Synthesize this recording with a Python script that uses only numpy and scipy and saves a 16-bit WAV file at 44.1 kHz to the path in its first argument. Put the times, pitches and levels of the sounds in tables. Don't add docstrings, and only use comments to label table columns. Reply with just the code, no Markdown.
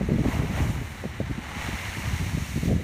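import sys
import numpy as np
from scipy import signal
from scipy.fft import rfft, irfft, next_fast_len
from scipy.io import wavfile
from scipy.ndimage import uniform_filter1d

SR = 44100
rng = np.random.default_rng(int(sys.argv[2]) if len(sys.argv) > 2 else 0)


def master_out(mix):
    frames = np.transpose(np.atleast_2d(mix))
    ceiling = np.clip(frames, -1, 1)
    pcm = np.round(ceiling * 32767).astype(np.int16)
    wavfile.write(sys.argv[1], SR, pcm)


N = 124803

HEAVY_DROPS_PER_S, FINE_DROPS_PER_S = 2800, 12000
DROP_SPREAD_DB = 1
PLINKS_PER_S, PLINK_HZ, PLINK_SPREAD_OCTAVES = 600, 2408, 0.348
PLINK_DECAY_CYCLES, PLINK_SPREAD_DB = 5.6, 1.5
SPLASH_GRAINS_PER_S, SPLASH_DB = 600, -7.5
FOAM_LAG_S, FOAM_RISE_S, FOAM_FALL_S = 0.0067, 0.11, 0.13
SURF_DB = -41
FLUTTER_DB = 2
BUFFET_ATTACK_S, BUFFET_RELEASE_S, EDGE_STEEPNESS = 0.0016, 0.0055, 4.5
EDDY_SKEW = 0.18
RUMBLE_CUT_HZ, WIND_CEILING_HZ = 39, 746
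TOP_HZ = 15350


def undb(db):
    return 10 ** (np.asarray(db) / 20)


def unit(x):
    return x / np.sqrt(np.mean(x ** 2))


def curve(points):
    return undb(np.interp(np.arange(N) / SR, *np.array(points).T))


def bin_hz(size):
    return np.maximum(np.fft.rfftfreq(size, 1 / SR), 1)


def colour(x, points):
    hz, db = np.array(points).T
    gain_db = np.interp(np.log(bin_hz(len(x))), np.log(hz), db)
    return irfft(rfft(x) * undb(gain_db), len(x))


def shaped(x, points):
    return unit(colour(x, points)[:N])


def noise():
    return rng.standard_normal(next_fast_len(N, True))


def walk(rate_hz):
    white = noise()
    hz = np.fft.rfftfreq(len(white), 1 / SR)
    return unit(irfft(rfft(white) * np.exp(-(hz / rate_hz) ** 2), len(white)))


def eddies(x, span_s):
    size = max(int(span_s * SR), 2)
    power = uniform_filter1d(uniform_filter1d(x ** 2, size), size)
    return x / np.sqrt(power + 1e-12)


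def buffet(age_s, length_s, level_db, low_hz, high_hz, spectrum_points):
    size = len(age_s)
    hz = bin_hz(size)
    low_edge = 1 + (low_hz / hz) ** 4
    high_edge = 1 + (hz / high_hz) ** (2 * EDGE_STEEPNESS)
    band = 1 / np.sqrt(high_edge * low_edge)
    swirl = colour(irfft(rfft(rng.standard_normal(size)) * band), spectrum_points)
    attack = np.minimum(age_s / BUFFET_ATTACK_S, 1)
    release = np.exp(-np.maximum(age_s - length_s + BUFFET_RELEASE_S, 0) / BUFFET_RELEASE_S)
    gate = attack * release
    air = eddies(swirl, span_s=0.028)
    air = air / np.sqrt(np.average(air ** 2, weights=gate ** 2))
    return undb(level_db) * gate * (air + EDDY_SKEW * (air ** 2 - 1))


def wind(t):
    # (time [s], level [dB])
    rumble_levels = [(0, -30), (.2, -24.5), (.33, -31.5), (.5, -28), (.72, -29), (.88, -37), (1.15, -37),
                     (1.3, -31), (1.45, -43), (1.68, -33.5), (1.8, -42.5), (2.15, -29), (2.47, -35),
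                     (2.72, -26.5), (2.83, -29.5)]
    # (frequency [Hz], gain [dB])
    rumble_colour = [(20, -50), (40, -5), (60, 0.5), (82, 1), (115, -4), (170, -8.5), (260, -15),
                     (450, -33.5), (900, -62)]
    # (start [s], length [s], level [dB], lower edge [Hz], upper edge [Hz])
    buffet_list = [(.004, 0.014, -20, 172, 680), (.02, 0.025, -26.5, 80, 370),
                   (.084, 0.0089, -20, 110, 520), (0.098, 0.0098, -24.5, 290, 720),
                   (.111, 0.014, -15.5, 110, 396), (.124, 0.0183, -24.5, 110, 560),
                   (.14, 0.032, -21.5, 80, 303), (.182, 0.024, -20.5, 55, 480),
                   (.208, 0.012, -15.5, 55, 332), (.233, 0.014, -22, 89, 485),
                   (.248, 0.0097, -19, 130, 720), (.256, 0.012, -14.5, 70, 277),
                   (.281, 0.0096, -13.5, 85, 394), (.35, 0.026, -21.5, 65, 300),
                   (.389, 0.024, -19.5, 80, 417), (.42, 0.033, -24.5, 75, 457), (.493, 0.026, -23, 60, 320),
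                   (.598, 0.03, -21, 65, 377), (.635, 0.072, -28.5, 60, 362), (.688, 0.037, -24.5, 52, 202),
                   (.76, 0.034, -28, 70, 268), (.812, 0.018, -25, 55, 523), (1.036, .007, -24, 450, 735),
                   (1.044, 0.029, -29.5, 60, 203), (1.052, .007, -25, 260, 700),
                   (1.199, 0.0092, -20.5, 132, 567), (1.209, 0.041, -29.5, 65, 238),
                   (1.295, 0.022, -24.5, 80, 443), (1.377, 0.017, -25, 75, 367),
                   (1.558, 0.017, -29, 121, 264), (1.64, 0.028, -33, 50, 145),
                   (1.683, 0.012, -23.5, 70, 440), (1.727, 0.031, -28.5, 50, 320),
                   (1.843, 0.052, -33.5, 60, 158), (1.968, 0.031, -28, 55, 396),
                   (2.055, 0.039, -27.5, 48, 196), (2.122, 0.027, -25.5, 48, 226),
                   (2.196, 0.035, -24, 59.5, 280), (2.262, 0.011, -27, 55, 240),
                   (2.33, 0.023, -21.5, 60, 260), (2.372, 0.014, -20.5, 99, 425),
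                   (2.418, 0.015, -24.5, 74.5, 218), (2.556, 0.029, -23.5, 75, 382),
                   (2.628, 0.011, -20.5, 100, 403), (2.651, 0.0092, -18, 100, 486),
                   (2.665, 0.023, -18, 90, 248), (2.678, 0.053, -21.5, 111, 557),
                   (2.725, .04, -19, 56, 255), (2.745, 0.069, -34, 140, 564)]
    # (frequency [Hz], gain [dB])
    buffet_colour = [(20, -29), (40, -21), (70, 4.5), (130, 3), (220, -1.5), (320, -8.5), (420, -10.5),
                     (800, -11.5)]
    rumble = eddies(shaped(noise(), rumble_colour), span_s=0.066)
    out = rumble * curve(rumble_levels) * undb(FLUTTER_DB * walk(17)[:N])
    size = 2 ** 14
    for start_s, length_s, level_db, low_hz, high_hz in buffet_list:
        puff = buffet(t[:size], length_s, level_db, low_hz, high_hz, buffet_colour)
        i = max(int(start_s * SR), 0)
        out[i:i + size] += puff[:N - i]
    out = signal.sosfilt(signal.butter(10, WIND_CEILING_HZ, fs=SR, output="sos"), out)
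    return signal.sosfilt(signal.butter(3, RUMBLE_CUT_HZ, "high", fs=SR, output="sos"), out)


def churn(flicker_db, rate_hz, count=8):
    white = noise()
    octaves_down = np.minimum(np.log2(SR / 2 / bin_hz(len(white))), count - 1)
    spectrum = rfft(white)
    out = 0
    for k in range(count):
        weight = np.maximum(1 - abs(octaves_down - k), 0)
        band = irfft(spectrum * weight, len(white))
        out = out + band * undb(flicker_db * walk(rate_hz))
    return out


def surf():
    # (frequency [Hz], gain [dB])
    surf_colour = [(30, -3), (80, 9), (200, 5), (450, -4), (900, -8), (2000, -4.5), (4000, -12),
                   (8000, -18), (11000, -24.5), (15000, -25)]
    return undb(SURF_DB) * shaped(churn(flicker_db=1.0, rate_hz=16), surf_colour)


def drops(per_s, clump_db):
    white = noise()
    hit = rng.random(len(white)) < per_s / SR
    size_db = DROP_SPREAD_DB * np.minimum(rng.exponential(size=len(white)), 4)
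    return np.sign(white) * hit * undb(size_db + clump_db * walk(17))


def plinks(per_s):
    out, age_s = np.zeros(N), np.arange(SR // 40) / SR
    for when, size, pitch in rng.random((int(per_s * N / SR), 3)):
        octaves = PLINK_SPREAD_OCTAVES * np.log(pitch / (1 - pitch)) / 2
        hz = PLINK_HZ * 2 ** np.clip(octaves, -2, 2)
        ring = np.sin(2 * np.pi * hz * age_s) * np.exp(-hz * age_s / PLINK_DECAY_CYCLES)
        gain = undb(PLINK_SPREAD_DB * min(-np.log(size), 4))
        i = int(when * N)
        out[i:i + len(age_s)] += (gain * ring)[:N - i]
    return unit(out)


def swell(t, peak_s, level_db, rise_s, fall_s):
    return undb(level_db) * np.exp(np.minimum((t - peak_s) / rise_s, (peak_s - t) / fall_s))


def surges(t):
    # (peak [s], rush level before splash [dB], rise [s], fall [s], foam level [dB])
    surge_list = [(0.327, -33, 0.093, 0.19, -41.5), (0.579, -31, 0.047, 0.1, -42.5)]
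    # (frequency [Hz], gain [dB])
    surge_colour = [(100, 0.5), (300, -0.5), (700, 3.5), (1100, -1), (2000, -9.5), (3200, -12.5),
                    (4500, -16), (8000, -25), (15000, -42)]
    # (frequency [Hz], gain [dB])
    foam_colour = [(1000, -22), (3000, 7.5), (6000, 10), (10000, 2.5), (15000, 0.5)]
    flow_power, froth_power = 0, 0
    for peak_s, rush_db, rise_s, fall_s, foam_db in surge_list:
        flow_power = flow_power + swell(t, peak_s, rush_db, rise_s, fall_s) ** 2
        froth = swell(t, peak_s + FOAM_LAG_S, foam_db, FOAM_RISE_S, FOAM_FALL_S)
        froth_power = froth_power + froth ** 2
    rush = shaped(churn(flicker_db=1.0, rate_hz=35), surge_colour)
    splash = undb(SPLASH_DB) * plinks(SPLASH_GRAINS_PER_S)
    foam = shaped(drops(FINE_DROPS_PER_S, clump_db=0.4), foam_colour)
    return (rush + splash) * np.sqrt(flow_power) + foam * np.sqrt(froth_power)


def plume():
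    # (time [s], level [dB])
    jet_levels = [(.5, -73), (.63, -44), (.8, -50.5), (.93, -51), (1.08, -59), (1.3, -84)]
    # (frequency [Hz], gain [dB])
    jet_colour = [(1500, -11), (4000, -0.5), (7000, 4), (10000, -1), (15000, -4)]
    # (time [s], level [dB])
    spray_levels = [(1.2, -44), (1.4, -42), (1.52, -37), (1.63, -35.5), (1.8, -36), (1.94, -38),
                    (2.15, -38.5), (2.45, -42.5), (2.62, -45.5), (2.83, -51)]
    # (frequency [Hz], gain [dB])
    spray_colour = [(150, 1.5), (400, -6), (850, 4.5), (1400, -.5), (2000, 0.5), (4000, -5.5), (8000, -15),
                    (15000, -29)]
    # (time [s], level [dB])
    plink_levels = [(1.45, -65), (1.62, -40), (1.8, -43.5), (1.94, -39.5), (2.12, -45.5), (2.35, -48.5),
                    (2.62, -49), (2.83, -61)]
    # (time [s], level [dB])
    mist_levels = [(1.38, -68), (1.62, -41), (1.8, -41.5), (1.95, -39.5), (2.35, -40), (2.67, -39),
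                   (2.75, -47), (2.83, -50)]
    # (frequency [Hz], gain [dB])
    mist_colour = [(800, -18), (2500, 3), (6000, 2), (9000, -4), (12000, -8.5), (15000, -8.5)]
    jet = shaped(drops(FINE_DROPS_PER_S, clump_db=-0.5), jet_colour) * curve(jet_levels)
    heavy = shaped(drops(HEAVY_DROPS_PER_S, clump_db=0.64), spray_colour) * curve(spray_levels)
    pools = plinks(PLINKS_PER_S) * curve(plink_levels)
    mist = shaped(drops(FINE_DROPS_PER_S, clump_db=0.4), mist_colour) * curve(mist_levels)
    return jet + heavy + pools + mist


def scene():
    t = np.arange(N) / SR
    return (wind(t) + surf() + surges(t) + plume())[None]


def record(dry):
    # (frequency [Hz], gain [dB])
    pickup_colour = [(1400, -1.5), (1650, -1), (1950, 2), (2250, 1), (2500, -3), (2900, -1.5), (3250, -6),
                     (3900, -3), (4500, -6.5), (4950, -11), (5500, -4.5), (6600, -2.5), (7600, -5.5),
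                     (9200, -2.5), (10000, -4), (10500, -7.5), (11000, -3.5)]
    padding = next_fast_len(N + SR // 10, True) - N
    heard = colour(np.pad(dry[0], (0, padding)), pickup_colour)[:N]
    low_pass = signal.ellip(12, 0.1, 90, TOP_HZ, fs=SR, output="sos")
    return signal.sosfilt(low_pass, heard)[None]


dry = scene()
out = record(dry)
master_out(out)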